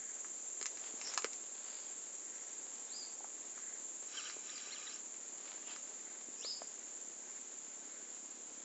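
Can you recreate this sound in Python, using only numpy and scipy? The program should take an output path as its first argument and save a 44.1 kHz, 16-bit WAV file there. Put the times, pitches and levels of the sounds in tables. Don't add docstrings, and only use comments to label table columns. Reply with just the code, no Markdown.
import sys
import numpy as np
from scipy import signal
from scipy.fft import rfft, irfft
from scipy.io import wavfile

SR = 44100
rng = np.random.default_rng(int(sys.argv[2]) if len(sys.argv) > 2 else 0)


def file_out(sig):
    cols = np.atleast_2d(sig).T
    lim = np.clip(cols, -1, 1)
    pcm = np.round(lim * 32767).astype(np.int16)
    wavfile.write(sys.argv[1], SR, pcm)


N = 381024
TIME = np.arange(N) / SR

# (time [s], dry peak level [dB], treble tilt [dB/octave])
FITTING_CLICKS = [(.246, -38.5, -9.5), (0.613, -25.5, 1.5), (0.627, -27, 3.5), (.657, -24, 2),
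                  (0.664, -26.5, 7.5), (.772, -36.5, 2), (1.014, -31, 2), (1.073, -31, 3),
                  (1.138, -28.5, 1), (1.144, -29, 6), (1.176, -18, 2), (1.1765, -20.5, -8), (1.186, -32, 7),
                  (1.2213, -31, 2), (1.244, -21, -2.5), (1.332, -33.5, 6.5), (3.243, -40.5, -20),
                  (3.578, -43, -12), (4.299, -34, -2), (4.579, -36, 3.5), (5.143, -41.5, 0),
                  (5.762, -35.5, -2), (6.447, -38.5, -6.5), (6.619, -41, -8.5)]
# (frequency [Hz], relative level [dB], t60 [s])
FITTING_MODES = [(1205, -3.5, 0.0073), (1590, -9, 0.01), (2160, -0.5, 0.0064), (2790, -5, 0.0061),
                 (4250, 2, 0.0033), (5230, -4.5, 0.0077), (6250, -6.5, 0.011), (6970, -0.5, 0.0082),
                 (7260, -8.5, 0.014)]
# (time [s], strength [dB], frequency [Hz], t60 [s])
GRIP_KNOCKS = [(.613, -41.5, 400, 0.028), (.939, -33.5, 260, 0.012), (1.2453, -26, 455, 0.02),
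               (3.206, -43, 803, 0.03), (3.244, -34.5, 835, 0.011), (4.366, -35.5, 470, 0.0082),
               (6.285, -37.5, 300, 0.015), (6.447, -35.5, 524, 0.016), (6.6185, -33, 646, 0.015)]
# (start [s], end [s], rasp level [dB])
LINE_RUNS = [(4.11, 4.347, -51.5), (4.433, 4.98, -56)]
# (time [s], squeak strength [dB], half length [s], top fundamental [Hz])
LINE_TUGS = [(4.17, -48.5, .032, 1630), (4.259, -55.5, .024, 1570), (4.539, -58, 0.046, 2650),
             (4.58, -52.5, 0.029, 2370), (4.734, -53, .03, 2202), (4.763, -51, .014, 1450),
             (4.875, -53, 0.0088, 1940), (4.943, -64, .05, 2750)]
# (frequency [Hz], bandwidth [Hz], relative level [dB])
ROD_RESONANCES = [(1214, 98, -3.5), (1590, 390, -1), (2170, 320, -6.5), (2920, 1100, 2.5), (3960, 220, 0),
                  (4710, 820, -1), (5640, 600, 3)]
# (time [s], level [dB], half length [s])
SLEEVE_BRUSHES = [(0.86, -59.5, 0.053), (1.103, -55, 0.082), (1.76, -62.5, 0.2), (5.5, -62, 0.079),
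                  (5.71, -55.5, .045)]
# (frequency [Hz], relative level [dB])
RUSTLE_SPECTRUM = [(200, -19), (600, 8.5), (1700, 9), (3000, 8), (5200, 7), (8000, -40.5)]
# (time [s], level [dB], centre frequency [Hz], half length [s])
DRY_RASPS = [(1.079, -44.5, 5430, 0.033), (1.76, -64, 4670, 0.13), (5.71, -58.5, 2910, 0.057),
             (6.424, -56, 5500, .03)]
# (time [s], level [dB])
DRY_WHIRRS = [(.08, -64), (2.38, -66), (3.68, -64), (6.1, -67.5), (6.85, -72.5), (7.33, -67.5),
              (7.97, -66.5)]
# (frequency [Hz], relative level [dB])
WHIRR_SPECTRUM = [(900, -31.5), (1500, 7.0), (2200, 5), (2900, -23.0), (8000, -32.5)]
# (time [s], throb rate [Hz], pitch [Hz])
NEAR_INSECT = [(0, 19.6, 7380), (.5, 18, 7350), (2, 18, 7430), (3, 18.25, 7380), (5, 18.1, 7300),
               (6, 17.8, 7260), (7, 17.75, 7260), (8.64, 17.95, 7290)]
# (frequency [Hz], relative level [dB])
CHORUS_SPECTRUM = [(5600, -36.5), (6100, -17.5), (6450, -5), (6850, 0), (7100, 1), (7500, -3), (7660, -6),
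                   (7820, -20), (8000, -38), (8330, -26.5), (8600, -43.5)]
# (time of the top [s], dry level [dB], top pitch [Hz], upsweep [Hz], slur length [s])
BIRD_WHISTLES = [(2.975, -49.5, 4970, 1394, .062), (6.49, -43, 5110, 2620, 0.039)]
# (start [s], end [s], pitch [Hz], level [dB])
CRICKET_TONES = [(0, 1.1, 5945, -68), (0, 8.64, 5930, -76), (2.1, 2.55, 5805, -69), (0, 8.64, 5795, -74)]
# (frequency [Hz], relative level [dB])
RIVER_SPECTRUM = [(30, -18), (110, -18), (160, -15.5), (240, -3.5), (400, 2.5), (700, -2), (1200, -5.5),
                  (2100, -7), (2800, -8.5), (5500, -9), (7500, -13.5), (8500, -42.5)]
# (time [s], rise [dB])
NOISE_SWELLS = [(1.05, 3), (2.75, 2), (5.65, 2)]
# (multiple of the firing rate [-], level at mid-scene [dB])
MOTOR_HARMONICS = [(5, -89.5), (6, -82.5), (7, -78), (8, -80), (9, -79), (10, -83)]


def tackle(crack_db=-9, crack_t60=0.0089, contact_s=0.0006, detune=.025):
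    out, t = np.zeros(N), np.arange(SR // 10) / SR
    contact = np.minimum(t / contact_s, 1)
    for s, db, tilt_db in FITTING_CLICKS:
        ring = 0
        for hz, mode_db, t60 in FITTING_MODES:
            gain = undb(mode_db + tilt_db * np.log2(hz / 2500))
            mode = np.sin(2 * np.pi * hz * (1 + detune * rng.standard_normal()) * t)
            ring += gain * fade(t, t60) * mode * rng.choice([-1, 1])
        crack = undb(crack_db) * rng.standard_normal(len(t)) * fade(t, crack_t60)
        click = contact * (ring + crack)
        add(out, s, undb(db) * click / np.abs(click).max())
    out = foliage(out, t60=0.089, wet_db=-4.5)
    for s, db, hz, t60 in GRIP_KNOCKS:
        add(out, s, undb(db) * np.sin(2 * np.pi * hz * t) * fade(t, t60) * contact)
    return out


def fishing_line(creep_hz=1197, creep_db=-63, fundamental_db=-7, squeal_spread=0.76):
    running = [between(start, end, edge_s=0.12) for start, end, _ in LINE_RUNS]
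    drag = sum(undb(db) * gate for (_, _, db), gate in zip(LINE_RUNS, running))
    lifts_hz = [(top_hz - creep_hz) * swell(s, half_s) for s, _, half_s, top_hz in LINE_TUGS]
    hz = creep_hz + np.max(lifts_hz, axis=0)
    tugging = sum(undb(db) * swell(s, squeal_spread * half_s) for s, db, half_s, _ in LINE_TUGS)
    phase = turn(hz * (1 + .022 * walk(400) + .022 * walk(30)))
    grip = undb(3 * walk(160) + 6 * np.tanh(1.5 * walk(45)))
    squeak = unit((undb(fundamental_db) * np.sin(phase) + np.sin(2 * phase)) * grip)
    rasp = unit(sum(undb(db) * resonance(f, width, rate=900) for f, width, db in ROD_RESONANCES))
    return rasp * drag + squeak * (undb(creep_db) + tugging) * sum(running)


def rustle(crackle_db=-3, stir_db=-74.5):
    crackle = grains(130, spread_db=2)
    brushing = sum(undb(db) * swell(s, half_s) for s, db, half_s in SLEEVE_BRUSHES)
    motion = undb(stir_db) + brushing
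    catch = undb(2 * walk(40))
    slips = grains(5000, spread_db=1.0) + undb(crackle_db) * crackle
    return colour(slips, RUSTLE_SPECTRUM) * motion * catch


def rasps(width_hz=750):
    return sum(resonance(hz, width_hz) * undb(db) * swell(s, half_s) for s, db, hz, half_s in DRY_RASPS)


def whirrs(half_s=0.13):
    motion = sum(undb(db) * swell(s, half_s) for s, db in DRY_WHIRRS)
    return motion * colour(grains(1200, spread_db=3), WHIRR_SPECTRUM)


def insects(start_db=-47, tiring_db_per_s=0.4141, waver_db=.3, near_db=-2.0):
    throb_hz, pitch_hz = curves(NEAR_INSECT)
    throb = 1 + .42 * np.cos(turn(throb_hz))
    near = unit(resonance(pitch_hz, width_hz=260) * throb)
    far = colour(rng.standard_normal(N), CHORUS_SPECTRUM) * throb ** .12
    level_db = start_db - tiring_db_per_s * TIME + waver_db * walk(1)
    return unit(far + undb(near_db) * near) * undb(level_db)


def bird(lead_s=0.11, rise_s=.056, slur_hz=697, foot_softer_db=20.5):
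    out = 0
    for s, db, top_hz, sweep_hz, slur_s in BIRD_WHISTLES:
        before = np.maximum(s - TIME, 0) / rise_s
        after = np.clip((TIME - s) / slur_s, 0, 1)
        foot = 1 - np.exp(-before ** 3)
        hz = top_hz - sweep_hz * foot - slur_hz * after ** 3
        phase = turn(hz * (1 + .012 * walk(400)))
        overtone = np.sin(2 * phase) * np.clip((3400 - hz) / 600, 0, 1)
        envelope = undb(db - foot_softer_db * foot ** 2) * between(s - lead_s, s + slur_s)
        out += (np.sin(phase) + overtone) * envelope
    return foliage(out, t60=.42, wet_db=0)


def river(wash_db=-61, swell_half_s=.35):
    noise = rng.standard_normal(N) + 0.32 * grains(300, spread_db=4.5)
    rise_db = sum(db * swell(s, swell_half_s) for s, db in NOISE_SWELLS)
    return colour(noise, RIVER_SPECTRUM) * undb(wash_db + rise_db + .5 * walk(15))


def crickets():
    return sum(resonance(hz, width_hz=80) * undb(db) * between(start, end, edge_s=0.11)
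               for start, end, hz, db in CRICKET_TONES)


def motor(firing_hz=34.75, growth_db_per_s=0.66):
    phase = turn(firing_hz * (1 + .008 * walk(8)))
    hum = sum(undb(db) * unit(np.sin(k * phase)) for k, db in MOTOR_HARMONICS)
    growth_db = growth_db_per_s * (TIME - TIME.mean())
    return hum * undb(growth_db + 1.5 * walk(17))


def foliage(x, t60, wet_db, onset_s=0.0034):
    t = np.arange(SR) / SR
    tail = rng.standard_normal(SR) * fade(t, t60) * np.minimum(t / onset_s, 1)
    return x + undb(wet_db) * signal.fftconvolve(x, tail / np.linalg.norm(tail))[:N]


def microphone(x, low_hz):
    return signal.sosfilt(signal.butter(3, low_hz, "high", fs=SR, output="sos"), x)


def resonance(hz, width_hz, rate=2500):
    impulses = grains(rate, spread_db=-0.5) + 1j * grains(rate, spread_db=0)
    envelope = signal.sosfilt(signal.butter(3, width_hz / 2, fs=SR, output="sos"), impulses)
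    carrier = np.exp(1j * turn(hz + np.zeros(N)))
    return unit(np.real(envelope * carrier))


def grains(rate, spread_db):
    out = np.zeros(N)
    where = np.flatnonzero(rng.random(N) < rate / SR)
    size, scatter = rng.standard_normal((len(where), 2)).T
    out[where] = size * undb(spread_db * scatter)
    return unit(out)


def walk(rate):
    hz = np.arange(N // 2 + 1) * SR / N
    return unit(irfft(rfft(rng.standard_normal(N)) * np.exp(-(hz / rate) ** 2), N))


def colour(x, points):
    hz, db = np.transpose(points)
    bins = np.maximum(np.arange(len(x) // 2 + 1) * SR / len(x), 1)
    gain = undb(np.interp(np.log(bins), np.log(hz), db))
    return unit(irfft(rfft(x) * gain, len(x)))


def swell(middle_s, half_s):
    return np.exp(-((TIME - middle_s) / half_s) ** 2)


def between(start, end, edge_s=0.0048):
    return np.clip(np.minimum(TIME - start, end - TIME) / edge_s + .5, 0, 1)


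def curves(table):
    s, *columns = np.transpose(table)
    return [np.interp(TIME, s, c) for c in columns]


def turn(hz):
    return 2 * np.pi * np.cumsum(hz) / SR


def fade(t, t60):
    return np.exp(-np.log(1000) * t / t60)


def add(out, s, x):
    i = int(s * SR)
    out[i:i + len(x)] += x[:N - i]


def undb(db):
    return 10 ** (np.asarray(db) / 20)


def unit(x):
    return x / np.sqrt(np.mean(x ** 2) + 1e-20)


def scene():
    background = insects() + crickets() + river() + motor()
    rubbing = rustle() + whirrs() + rasps() + fishing_line()
    return (background + rubbing + bird() + microphone(tackle(), low_hz=257))[None]


def record(dry, top_hz=8400):
    return signal.sosfilt(signal.ellip(10, .2, 70, top_hz, fs=SR, output="sos"), dry)


dry = scene()
out = record(dry)
file_out(out)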